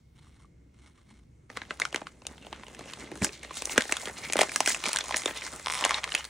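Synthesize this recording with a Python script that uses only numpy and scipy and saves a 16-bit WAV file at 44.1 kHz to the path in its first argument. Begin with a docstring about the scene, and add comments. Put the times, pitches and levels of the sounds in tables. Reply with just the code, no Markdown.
"""Fingers rub over a small plastic figure, then shake, crumple and pull at a thin paper bag, close to
a stereo microphone in a quiet room. Creases snap as noise bursts over a bed of tiny random clicks;
squeezes scrape ringing folds. A glued seam peels in quick slips that pluck damped modes, and the bag
flaps in one low mode. A noise rumble with a wavering hum and a faint whirr lies beneath."""
import sys
import numpy as np
from scipy import signal
from scipy.fft import rfft, irfft, next_fast_len
from scipy.io import wavfile
from scipy.ndimage import uniform_filter1d

SR = 44100
rng = np.random.default_rng(int(sys.argv[2]) if len(sys.argv) > 2 else 0)


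def int16_out(signal):
    """Quantize to a 16-bit WAV file."""
    q = np.round(np.clip(np.atleast_2d(signal).T, -1, 1) * 32767)
    wavfile.write(sys.argv[1], SR, q.astype(np.int16))


N = 277389

# creases snapping, boom and treble relative to the middle peak:
# time_s, middle_peak_db, boom_db, treble_db, ring_hz
SNAPS = [(1.5006, -33, -6.5, -22, 1320), (1.5712, -21, -12, -5, 1450), (1.6174, -27, -9, -35, 1570),
         (1.7076, -19, -11, -31, 1300), (1.773, -49, -8, 6, 2000), (1.7996, -22, -16, 5, 1270),
         (1.818, -13, -19, -20, 2200), (1.8522, -18.5, -33, -5.5, 1400), (1.927, -31, -4, 1, 2850),
         (1.945, -17, -6, -3, 1970), (1.9599, -19.5, -7, 0, 3460), (2.0163, -33, 4.5, -28, 790),
         (2.069, -26.5, -33, -38, 1250), (2.219, -45.5, 3, -13, 2680), (2.252, -42, 2, -10, 2580),
         (2.2678, -31.5, -8, 12.5, 2800), (2.38, -40.5, -17, -18, 2720), (2.448, -45, 3, -15, 2760),
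         (2.467, -36.5, 3, -11, 2770), (2.5278, -25, -10, -17, 960), (2.634, -33, -25, -24, 920),
         (2.667, -39, -6, -4, 2780), (2.682, -42.5, 4, 4, 2720), (2.748, -37.5, -14, 2, 2040),
         (2.7919, -40, 7.5, 9.5, 4170), (2.809, -39.5, 4, -2, 1820), (2.857, -44, 6, 5, 2700),
         (2.935, -28.5, -27, 0, 2750), (3.116, -35.5, 6.5, 5.5, 2100), (3.1554, -40, -17, 8, 1230),
         (3.174, -45, -7, 13, 1150), (3.22, -23.5, -2, -1, 1830), (3.2299, -27.5, 0, 6, 1670),
         (3.2452, -21.5, -4, 16.5, 1630), (3.2673, -28, -26, -17, 2460), (3.292, -30, -23, -12, 2430),
         (3.432, -34, -8, 2.5, 1900), (3.4479, -32.5, -4.5, -8, 1930), (3.5083, -30.5, -2.5, -23, 990),
         (3.57, -27, -10, 0, 3700), (3.621, -30.5, 2.5, 13, 2520), (3.655, -39, -4, 25, 4300),
         (3.672, -33, 2, -8, 1910), (3.6953, -25.5, -5, -19, 2560), (3.7602, -27.5, -8, -14, 1190),
         (3.7784, -5, -5, -1, 1650), (3.8076, -17.5, -29, 1, 1700), (3.821, -22, -14, 3, 3200),
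         (3.854, -32.5, -1, -19, 1590), (3.8939, -26, -6, -23, 1910), (3.923, -12.5, -12.5, 2.5, 2400),
         (3.968, -22.5, -28, 3, 3380), (4.056, -26, -13, 2, 3330), (4.0731, -25.5, -2, -17, 1680),
         (4.097, -32, 0, -14, 1860), (4.267, -40, -18, 4, 3020), (4.289, -37, -6, -3, 2000),
         (4.299, -24, -4.5, -21, 2200), (4.324, -23.5, -20, 6.5, 2100), (4.3336, -21, -10, 10, 2340),
         (4.3559, -23.5, 7.5, -13, 670), (4.368, -21, -3, 7.5, 1950), (4.379, -22, -12, -18, 2080),
         (4.3904, -11.5, -24, -3, 630), (4.41, -12.5, -13, 3.5, 2080), (4.4151, -8, -27, -1, 600),
         (4.431, -19.5, -1, 4, 1030), (4.493, -27, -17, -20, 2100), (4.518, -28, -31, 5, 2030),
         (4.56, -16, -16.5, 12, 1550), (4.6049, -12.5, -13, 2.5, 654), (4.6602, -18, -38, 8, 2200),
         (4.675, -15.5, -5, 8, 1740), (4.703, -21.5, -8, -10, 1860), (4.746, -17.5, -22, -1.5, 2470),
         (4.839, -20, -9, -3, 2400), (4.8561, -19.5, -9, -13, 2200), (4.8901, -23.5, -14, 4.5, 694),
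         (4.931, -22, -18, 10, 4200), (4.9392, -26, -27, -8, 2550), (4.947, -26.5, -28, -4, 810),
         (4.9604, -18.5, -14, 6, 1800), (4.97, -17, -29, -1, 3850), (4.987, -20.5, -39, 6.5, 1900),
         (5.008, -20.5, -16, -12, 3540), (5.04, -34, -9, 8, 900), (5.061, -43, -12, 12, 3920),
         (5.071, -44, -4, 2, 1187), (5.0824, -37, -4, 12.5, 997), (5.0918, -28.5, -9, 1, 1050),
         (5.109, -20, -32, -5, 1000), (5.124, -23.5, -15, -12, 2160), (5.143, -13, -11, -33, 1700),
         (5.1623, -27, -4.5, 11, 4500), (5.168, -25.5, -28, 18.5, 1980), (5.177, -37, -20, 17, 2080),
         (5.219, -30, -15, -22, 1970), (5.235, -31, -8, -16, 3810), (5.2583, -15.5, -3, -0.5, 3530),
         (5.278, -24.5, -8, -19, 3230), (5.309, -28.5, -5, -21, 2060), (5.42, -28, -26, -15, 2200),
         (5.439, -38, -1, -8, 1890), (5.597, -34.5, -6, 6, 1420), (5.616, -48, -10, 3, 2000),
         (5.81, -21.5, -27, 2, 940), (5.8238, -20.5, -5, -23, 940), (5.84, -13, -25, -21, 2700),
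         (5.8501, -11, -39, 3, 930), (5.8596, -19.5, -6, -26, 940), (5.8933, -21.5, -11, 3, 2160),
         (5.908, -13.5, -29, -5.5, 1010), (5.917, -20, -12, -17, 1130), (5.9429, -15.5, -21, -12, 3700),
         (5.9816, -24.5, -33, -10, 1190), (6.034, -27, -38, -18, 3380), (6.041, -17, -43, -1.5, 2290),
         (6.0761, -28.5, -9, -19, 1113), (6.091, -30, -17, 0, 2060), (6.1199, -20.5, -33, -26, 2900),
         (6.141, -23, -38, -20, 4450), (6.1496, -13, -40, 4, 2670), (6.162, -27, -29, -17, 2740),
         (6.1771, -27.5, -26, -14, 3130), (6.207, -30.5, -28, -16, 2080), (6.243, -31, -25, 1, 3700),
         (6.251, -32.5, -20, 9, 4370)]
# grip on the bag, as the quietest crackle, treble and boom relative to it:
# time_s, crackle_db, treble_db, boom_db
GRIP = [(1.495, -61, -9, 4), (1.9, -65.5, -4, 6), (2.05, -71.5, -2.5, 14.5), (2.3, -74.5, 2, 18.5),
        (2.6, -61.5, -7, 11.5), (2.9, -54.5, -6, 2.5), (3.13, -57.5, -10, 12), (3.39, -58.5, -10, 0),
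        (3.5, -54, -7, -9), (3.62, -49, -1.5, -1.5), (3.95, -47, -2, -13), (4.14, -58.5, 3.5, 5),
        (4.5, -57.5, 6, 7.5), (4.9, -46, -0.5, -10.5), (5.34, -51, -8.5, -14), (5.63, -50.5, -1.5, -12),
        (5.75, -50, 4, -34), (6.03, -50, -6.5, -31), (6.29, -57, 3, -20)]
# squeezes that drag paper over paper, treble and boom relative to the crackle:
# time_s, crackle_db, treble_db, boom_db, fold_ring_hz
SQUEEZES = [(2.32, -55.5, -8, -7, 1000), (2.429, -55.5, -17, 0, 2800), (2.55, -56, -22, 8, 1400),
            (2.68, -54.5, -13, 5, 2800), (2.812, -59, -19, 14, 1020), (2.884, -53.5, -0.5, -13, 2860),
            (3.007, -54.5, 4, 17, 2200), (3.075, -59, -12, 9.5, 900), (3.241, -41.5, 3, 7.5, 1770),
            (3.335, -51.5, 2, -8, 2200), (3.444, -52.5, 0, -1, 2800), (3.573, -48, 5.5, -15, 3680),
            (3.72, -41.5, 5, -10, 2100), (4.01, -48.5, 0.5, -11, 2100), (4.085, -47.5, -2.5, 3.5, 1870),
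            (4.181, -47.5, -2.5, -5, 4170), (4.241, -39, -3.5, -9, 2180), (4.402, -34.5, -1, 4, 2070),
            (4.541, -46, 11.5, -2, 8500), (4.691, -34.5, 3.5, -13, 1970), (4.859, -39.5, -2, -8.5, 2300),
            (5.182, -40.5, -0.5, -23, 6900), (5.286, -38.5, -6, -0.5, 1900), (5.37, -40.5, -6, -14, 3620),
            (5.443, -47.5, 1.5, -4, 2100), (5.473, -51.5, 5, -4, 8600), (5.544, -44.5, -7, -8, 1290),
            (5.785, -45.5, 2.5, -23, 3100), (5.962, -46.5, -2, -18, 2100), (6.19, -41.5, 0.5, -27, 3000)]
SQUEEZE_RISE_DB_PER_S, SQUEEZE_FALL_DB_PER_S = 502, 298


def snaps():
    """Buckling: a crease lets go in a noise burst of treble, ringing middle and a later, longer boom."""
    usual_hz, shortens = 1540, 0.25   # the higher a crease rings, the shorter it snaps
    fall_db_per_s = 4000              # before each burst is stretched
    samples = 1536
    time_s, peak_db, boom_db, treble_db, ring_hz = np.transpose(SNAPS)[:, :, None]
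    white = rng.standard_normal((len(SNAPS), 5, samples))
    pan_db = rng.normal(0, 0.3, (len(SNAPS), 1))
    length = (usual_hz / ring_hz) ** shortens

    def burst(count, stretch, delay_s):
        """Transient decay: noise with a fast onset, an early accent and an exponential fall."""
        age = np.maximum(np.arange(samples) / SR - delay_s, 0)
        onset = 1 - np.exp(-age / 0.00007)
        accent = 1 + 1.37 * np.exp(-age / 0.00033)
        fall = from_db(-fall_db_per_s * age / (stretch * length))
        return white[:, count] * onset * accent * fall

    ring_bursts = burst(count=0, stretch=0.88, delay_s=0.000098)
    widths_hz = 650 / length[:, 0]
    rung = np.array([resonance(resonance(row, hz, width_hz), hz, width_hz)
                     for row, hz, width_hz in zip(ring_bursts, ring_hz[:, 0], widths_hz)])
    middle_noise = band(burst(count=1, stretch=1.0, delay_s=0), 920, 3880)
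    middle = peak_one(peak_one(rung) + 0.79 * peak_one(middle_noise))
    treble_noise = band(burst(count=2, stretch=0.99, delay_s=0), 5000, 15300)
    treble = from_db(treble_db) * peak_one(treble_noise)
    boom_noise = band(band(burst(count=3, stretch=1.04, delay_s=0.00081), 220, 1040), 220, 1040)
    boom = from_db(boom_db) * peak_one(boom_noise)
    # each port faces another part of the sheet
    side = from_db(-17) * peak_one(band(burst(count=4, stretch=0.8, delay_s=0), 390, 6100))
    mid = middle + treble + boom
    pairs = from_db(peak_db) * np.array([mid / from_db(pan_db) + side, mid * from_db(pan_db) - side])
    out = np.zeros((2, N + samples))
    for k, at in enumerate(np.round(time_s[:, 0] * SR).astype(int)):
        out[:, at:at + samples] += pairs[:, k]
    return out[:, :N]


def rustle():
    """Modal excitation: fibre fizz and separate small ticks shake neighbouring patches of the sheet."""
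    # air and folds inside the bag colour the crackle: centre_hz, width_hz, level_db re the plain crackle
    bag_air = [(2080, 98, -1.5)]
    # part that reaches the two ports unalike: freq_hz, level_db re the shared part
    unalike_parts = [(1000, -14), (1800, -19), (3500, -15), (4800, -4), (6000, -15), (10000, -11)]
    patches, small_ticks_share, tick_t60_s = 18, 0.75, 0.005   # share is relative to the fizz
    crackle_db, treble_db, boom_db = crackle_levels()

    at = np.flatnonzero(rng.random(N) < 200 * from_db(4 * drift(12)) / SR)   # about 200 ticks per second
    chance, centre, reach = rng.random((len(at), 3)).T
    size = from_db(-3 * np.log(np.maximum(chance, 0.15)))
    white = rng.standard_normal((2, N))
    fall = from_db(-60 / (tick_t60_s * SR))
    fizz = rms_one(grains(7000, spread_db=3) * np.sign(white) * from_db(3 * drift(35)))
    folds = [drift(10) for _ in range(patches + 1)]   # neighbouring patches share a fold

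    out = np.zeros((2, N))
    for k, hz in enumerate(np.geomspace(210, 15000, patches)):
        treble_share = np.clip(np.log2(hz / 3000) / 0.95, 0, 1)
        boom_share = np.clip(np.log2(900 / hz) / 1.6, 0, 1)
        # each patch carries its part of the band that it lies in
        level_db = crackle_db - 11.0 - 1.0 * max(np.log2(400 / hz), 0)
        level_db = level_db + treble_share * (treble_db + 7.5) + boom_share * (boom_db + 0.5)
        kicks = np.zeros(N)
        kicks[at] = size * np.exp(-((k / patches - centre) / (0.06 + 0.3 * reach ** 2)) ** 2)
        # rolling the noise gives every patch its own stretch of it
        tick_noise = signal.lfilter([1], [1, -fall], kicks) * np.roll(white, 3000 * k, axis=1)
        shaken = small_ticks_share * rms_one(tick_noise) + np.roll(fizz, 5000 * k, axis=1)
        unalike = from_db(at_hz(unalike_parts, hz))
        patch = rms_one(resonance(shaken * [[1], [unalike]], hz, hz * 0.34))
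        shifting_db = 2.4 * (folds[k] + folds[k + 1])
        mid, side = from_db(level_db + shifting_db) * patch
        out += mid + side * [[1], [-1]]
    out = out + sum(from_db(db) * resonance(out, hz, width_hz) for hz, width_hz, db in bag_air)
    return out * (np.arange(N) > GRIP[0][0] * SR)   # silent until the hand grips


def crackle_levels():
    """Power addition: grip, squeezes and snap trails sum to crackle dB, with relative treble and boom."""
    # after each snap the sheet settles with a short trail of crackle, treble and boom re the trail
    trail_db, trail_treble_db, trail_boom_db, trail_fall_db_per_s = -27.5, -14.5, -11, 276
    grip_db, *grip_colour = in_time(GRIP)
    squeeze_s, squeeze_db, *squeeze_colour = np.transpose(SQUEEZES)[:4]
    snap_s, snap_db = np.transpose(SNAPS)[:2]
    trail = swells(snap_s, snap_db + trail_db, 930, trail_fall_db_per_s)

    def total_db(grip_re_db, squeeze_re_db, trail_re_db):
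        """Incoherent sum: the three powers add in one band, each offset by its colour."""
        grip = from_db(grip_db + grip_re_db) ** 2
        squeezes = swells(squeeze_s, squeeze_db + squeeze_re_db, SQUEEZE_RISE_DB_PER_S, SQUEEZE_FALL_DB_PER_S)
        return 10 * np.log10(grip + from_db(trail_re_db) ** 2 * trail + squeezes)

    middle = total_db(0, 0, 0)
    treble = total_db(grip_colour[0], squeeze_colour[0], trail_treble_db)
    boom = total_db(grip_colour[1], squeeze_colour[1], trail_boom_db)
    return middle, treble - middle, boom - middle


def folds_ringing():
    """Friction-driven resonance: each squeeze scrapes a fold that rings at a pitch of its own."""
    fold_db, relative_width = -1, 0.086   # ring re the crackle; width re the pitch
    out = np.zeros(N)
    scrape = grains(2500 * from_db(4 * drift(40)), spread_db=3.5)
    for s, crackle_db, _, _, hz in SQUEEZES:
        near = slice(round((s - 0.15) * SR), round((s + 0.15) * SR))
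        power = swells([s], crackle_db + fold_db, SQUEEZE_RISE_DB_PER_S, SQUEEZE_FALL_DB_PER_S)
        out[near] += np.sqrt(power)[near] * rms_one(resonance(scrape[near], hz, relative_width * hz))
    return out


def seam():
    """Stick-slip and dispersion: every slip plucks the taut paper; bending waves bring low modes last."""
    # slips of the glued seam: time_s
    slip_times = [5.6606, 5.6693, 5.6828, 5.6994, 5.705, 5.7112, 5.7235, 5.737, 5.744, 5.752, 5.756, 5.76,
                  5.765, 5.769, 5.7749, 5.7808, 5.79, 5.7944]
    # ring of the taut seam: mode_hz, level_db, t60_s
    seam_modes = [(990, -4.5, 0.0083), (2100, -5, 0.0057), (3400, -3.5, 0.0051), (5440, -4, 0.0046),
                  (9500, 0.5, 0.0014)]
    # between slips the glue tears on in fine pulls: start_s, end_s, level_db
    peel = (5.73, 5.995, -34.5)
    peel_grows_s, low_cut_hz = 0.1, 585
    slip_db, full_hold_s, tires_db_per_s = -18, 0.009, 8
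    s = np.array(slip_times)
    # the longer the glue has held, up to the full hold, the harder it lets go
    held = np.minimum(np.diff(s, prepend=0) / full_hold_s, 1)
    strength = held * from_db(slip_db - tires_db_per_s * (s - s[0]))
    time = np.arange(N) / SR
    start, end, peel_db = peel
    pull = np.clip((time - start) / peel_grows_s, 0, 1) * (time < end)
    out = np.zeros(N)
    for hz, level_db, t60 in seam_modes:
        pull_gain = from_db(peel_db - hz / 600 + 0.64 * drift(15))   # fine pulls are weaker in high modes
        clicks = pull_gain * grains(2000, spread_db=1.0) * pull
        arrivals = np.round((s + 0.73 / hz) * SR).astype(int)
        clicks[arrivals] = strength * from_db(level_db + rng.normal(0, 3.9, len(s)))
        out += ring(clicks, hz, t60)
    return band(out, low_cut_hz, 16000)


def flaps():
    """Forced oscillation: the whole bag pushes air, half a cycle long, into one damped low mode."""
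    # flaps of the whole bag: time_s, push_db, mode_hz, t60_s
    bag_flaps = [(3.215, -20, 217, 0.037), (3.225, -8, 225, 0.0085), (3.784, -19, 232, 0.038)]
    out = np.zeros(N)
    for s, push_db, hz, t60 in bag_flaps:
        shape = np.hanning(round(SR / hz / 2))
        push = np.zeros(N)
        push[round(s * SR):][:len(shape)] = from_db(push_db) * shape / shape.sum()
        out += ring(push, hz, t60)
    return band(out, 68, 1500)


def rub():
    """Friction: skin ridges stutter unevenly over resonant hollow plastic; nails tick as damped sines."""
    # nails ticking on the figure: time_s, level_db, ring_hz
    nail_ticks = [(0.2694, -54, 1180), (0.4001, -54, 1090), (0.4466, -49, 1160), (0.8601, -56, 2160),
                  (0.9843, -55, 1160), (1.11, -54, 990)]
    # ring of the figure under the skin: centre_hz, width_hz, level_db
    figure_modes = [(1040, 660, -0.5), (2200, 130, 3.5), (2820, 760, -4.5), (4300, 1100, -5.5),
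                    (5500, 590, -4), (9200, 1900, -6)]
    # fingers resting on the figure: start_s, end_s, level_db
    touches = [(0.148, 0.465, -68.5), (0.737, 1.246, -73)]
    # slides of the fingers: time_s, level_db
    slides = [(0.205, -59), (0.272, -66.5), (0.41, -71), (0.452, -74), (0.79, -64), (0.861, -58),
              (0.99, -61), (1.115, -56.5), (1.18, -65)]
    slide_rise_db_per_s, slide_fall_db_per_s = 304, 292
    touch_s, tick_t60_s = 0.0077, 0.033   # touch_s: fade at either end of a touch
    time = np.arange(N) / SR
    resting = 0
    for start, end, db in touches:
        resting = resting + from_db(db) * np.clip(np.minimum(time - start, end - time) / touch_s, 0, 1)
    sliding_power = swells(*np.transpose(slides), slide_rise_db_per_s, slide_fall_db_per_s)
    level = np.sqrt(resting ** 2 + sliding_power)
    friction = grains(2500 * from_db(5 * drift(45)), spread_db=4.5)
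    body = 0
    for k, (hz, width_hz, db) in enumerate(figure_modes):
        mode = from_db(db + 1.2 * drift(22)) * resonance(friction, hz, width_hz)
        body = body + mode * (-1) ** k   # neighbouring modes in opposite phase
    ticks = sum(ring(from_db(db) * (np.arange(N) == round(s * SR)), hz, tick_t60_s)
                for s, db, hz in nail_ticks)
    return level * rms_one(body) + ticks


def room(x):
    """Reverberation: six feedback delays a side, duller on every round."""
    t60_s, wall_cut_hz = 0.13, 10000   # t60 in the bass; the walls shorten it in the treble
    size = next_fast_len(N + SR // 2)
    angle = 2 * np.pi * np.arange(size // 2 + 1) / size
    dull = np.exp(-2 * np.pi * wall_cut_hz / SR)
    walls = (1 - dull) / (1 - dull * np.exp(-1j * angle))
    out = np.zeros((2, size // 2 + 1), complex)
    for k, lag in enumerate((rng.uniform(0.0026, 0.033, 12) * SR).astype(int)):
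        loop = from_db(-60 * lag / SR / t60_s) * walls * np.exp(-1j * angle * lag)
        out[k % 2] += loop / (1 - loop) * (-1) ** (k // 2)
    return irfft(out * rfft(x, size), size)[:, :N]


def floor():
    """Partly coherent noise: half-octave bands heave slowly; narrow noise makes a wavering hum and whirr."""
    # spectrum of the rumble before the overall level: freq_hz, band_gain_db
    spectrum = [(20, -23), (35, -13), (60, -8.5), (125, -6.5), (260, -13), (480, -25), (900, -35),
                (5000, -43), (10000, -42.5), (16000, -36)]
    # left-right likeness, clipped to -1..1: freq_hz, likeness
    likeness = [(60, 0.99), (200, 0.95), (380, 0.45), (700, -1.9), (1300, 0.0044), (6800, 0.76)]
    # wavering hum and a faint whirr: centre_hz, width_hz, rms_db
    hum_bands = [(63.7, 4, -60.5), (126.4, 8.7, -67), (2160, 70, -84.5)]
    rumble_rms_db = -59.5
    out, edges = 0, 22 * 2 ** np.arange(0, 9.6, 0.5)
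    white = rng.standard_normal((2, 2, N))   # neighbouring bands take different noise
    for k, (low, high) in enumerate(zip(edges, edges[1:])):
        mid, side = band(white[k % 2], low, high)
        hz = np.sqrt(low * high)
        alike = np.clip(at_hz(likeness, hz), -1, 1)
        pair = np.sqrt(1 + alike) * mid + np.sqrt(1 - alike) * side * [[1], [-1]]
        out = out + from_db(at_hz(spectrum, hz) + 2.4 * drift(2.4)) * pair
    hum = sum(from_db(db) * rms_one(resonance(rng.standard_normal(N), hz, width_hz))
              for hz, width_hz, db in hum_bands)
    return from_db(rumble_rms_db) * rms_one(out) + hum


def from_db(db):
    """Logarithmic level: decibels to amplitude gain."""
    return 10 ** (np.asarray(db) / 20)


def rms_one(x):
    """Effective value: scale to rms 1."""
    return x / np.sqrt(np.mean(x ** 2) + 1e-20)


def peak_one(x):
    """Short-time energy: scale bursts by the highest 1 ms mean square, so a steady sine would peak at 1."""
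    return x / np.sqrt(2 * uniform_filter1d(x ** 2, size=44).max(axis=-1, keepdims=True))


def in_time(rows):
    """Linear interpolation: columns of a curve table, sample by sample."""
    s, *columns = np.transpose(rows)
    return [np.interp(np.arange(N) / SR, s, c) for c in columns]


def at_hz(points, hz):
    """Logarithmic pitch: value of a frequency table, interpolated on a log-frequency axis."""
    table_hz, values = np.array(points).T
    return np.interp(np.log(hz), np.log(table_hz), values)


def drift(rate_hz):
    """Low-passed noise: slow random motion of rms 1, from a double pole at rate_hz."""
    r = np.exp(-80 * np.pi * rate_hz / SR)   # one value every 40 samples
    white = rng.standard_normal(N // 40 + 2002)
    slow = signal.lfilter([1], [1, -2 * r, r * r], white)[2000:]   # drop the filter's start
    return np.interp(np.arange(N) / 40, np.arange(len(slow)), rms_one(slow))


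def band(x, low_hz, high_hz):
    """Band-pass filtering by a Butterworth filter."""
    return signal.sosfilt(signal.butter(2, [low_hz, high_hz], "band", fs=SR, output="sos"), x)


def resonance(x, hz, width_hz):
    """Resonance: a pole pair with gain near 1 on top."""
    r = np.exp(-np.pi * width_hz / SR)
    feedback = [1, -2 * r * np.cos(2 * np.pi * hz / SR), r * r]
    return signal.lfilter([(1 - r * r) / 2, 0, (r * r - 1) / 2], feedback, x)


def ring(clicks, hz, t60):
    """Free damped vibration: a unit click starts a sine of initial height 1."""
    r, w = from_db(-60 / (t60 * SR)), 2 * np.pi * hz / SR
    return signal.lfilter([0, np.sin(w)], [1, -2 * r * np.cos(w), r * r], clicks + 1e-18)


def grains(per_s, spread_db):
    """Random impulses: clicks of either sign, mostly small with a few large ones."""
    sizes = from_db(spread_db * np.minimum(rng.exponential(1, N), 4)) * rng.choice([-1, 1], N)
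    return sizes * (rng.random(N) < per_s / SR)


def swells(s, peak_db, rise_db_per_s, fall_db_per_s):
    """Exponential growth and decay: power of events that rise to a peak and die away."""
    tops = np.full(N, 1e-18)
    tops[np.round(np.asarray(s) * SR).astype(int)] = from_db(peak_db) ** 2
    rise, fall = from_db(-2 * rise_db_per_s / SR), from_db(-2 * fall_db_per_s / SR)
    after = signal.lfilter([1], [1, -fall], tops)
    before = signal.lfilter([0, rise], [1, -rise], tops[::-1])[::-1]
    return after + before


def scene():
    """Superposition: all near sources, a little room and the floor add up."""
    near = snaps() + seam() + flaps() + rustle() + folds_ringing() + rub()
    reverberation = from_db(-20) * room(band(near.mean(axis=0), 540, 12600))
    return near * from_db([[-0.2], [0.2]]) + reverberation + floor()


def record(dry):
    """Minimum-phase colour: microphone response, treble lag between ports, rounded peaks, a steep top cut."""
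    # colour of the sound, the microphone's up to 11.5 kHz, then a lift near 16 kHz: freq_hz, level_db
    tone_colour = [(30, 0.5), (1500, -1), (2100, 0.5), (2700, -1), (4200, -1), (5000, -3), (5700, -1),
                   (9800, -1), (11500, -15.5), (16000, -5)]
    # the two ports fall out of step in the treble: freq_hz, left_lag_rad
    port_lag = [(30, 0), (4300, 0), (4850, 1.5), (5500, 0), (6500, .2), (8000, 1), (10700, 2.5),
                (12000, 3.1)]
    cutoff_hz = 17000
    size = next_fast_len(N + 4096)
    hz = np.maximum(np.arange(size // 2 + 1) * SR / size, 1)
    cepstrum = irfft(np.log(from_db(at_hz(tone_colour, hz))), size)
    cepstrum[1:size // 2] *= 2      # folding onto positive times gives minimum phase
    cepstrum[size // 2 + 1:] = 0
    lag = at_hz(port_lag, hz) * [[1], [0]]
    response = np.exp(rfft(cepstrum) - 1j * lag)
    wet = irfft(rfft(dry, size) * response, size)[:, :N]
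    wet = wet / (1 + (wet / 0.9) ** 4) ** 0.25   # the highest peaks are rounded
    return signal.sosfilt(signal.cheby2(12, 70, cutoff_hz, fs=SR, output="sos"), wet)


dry = scene()
out = record(dry)
int16_out(out)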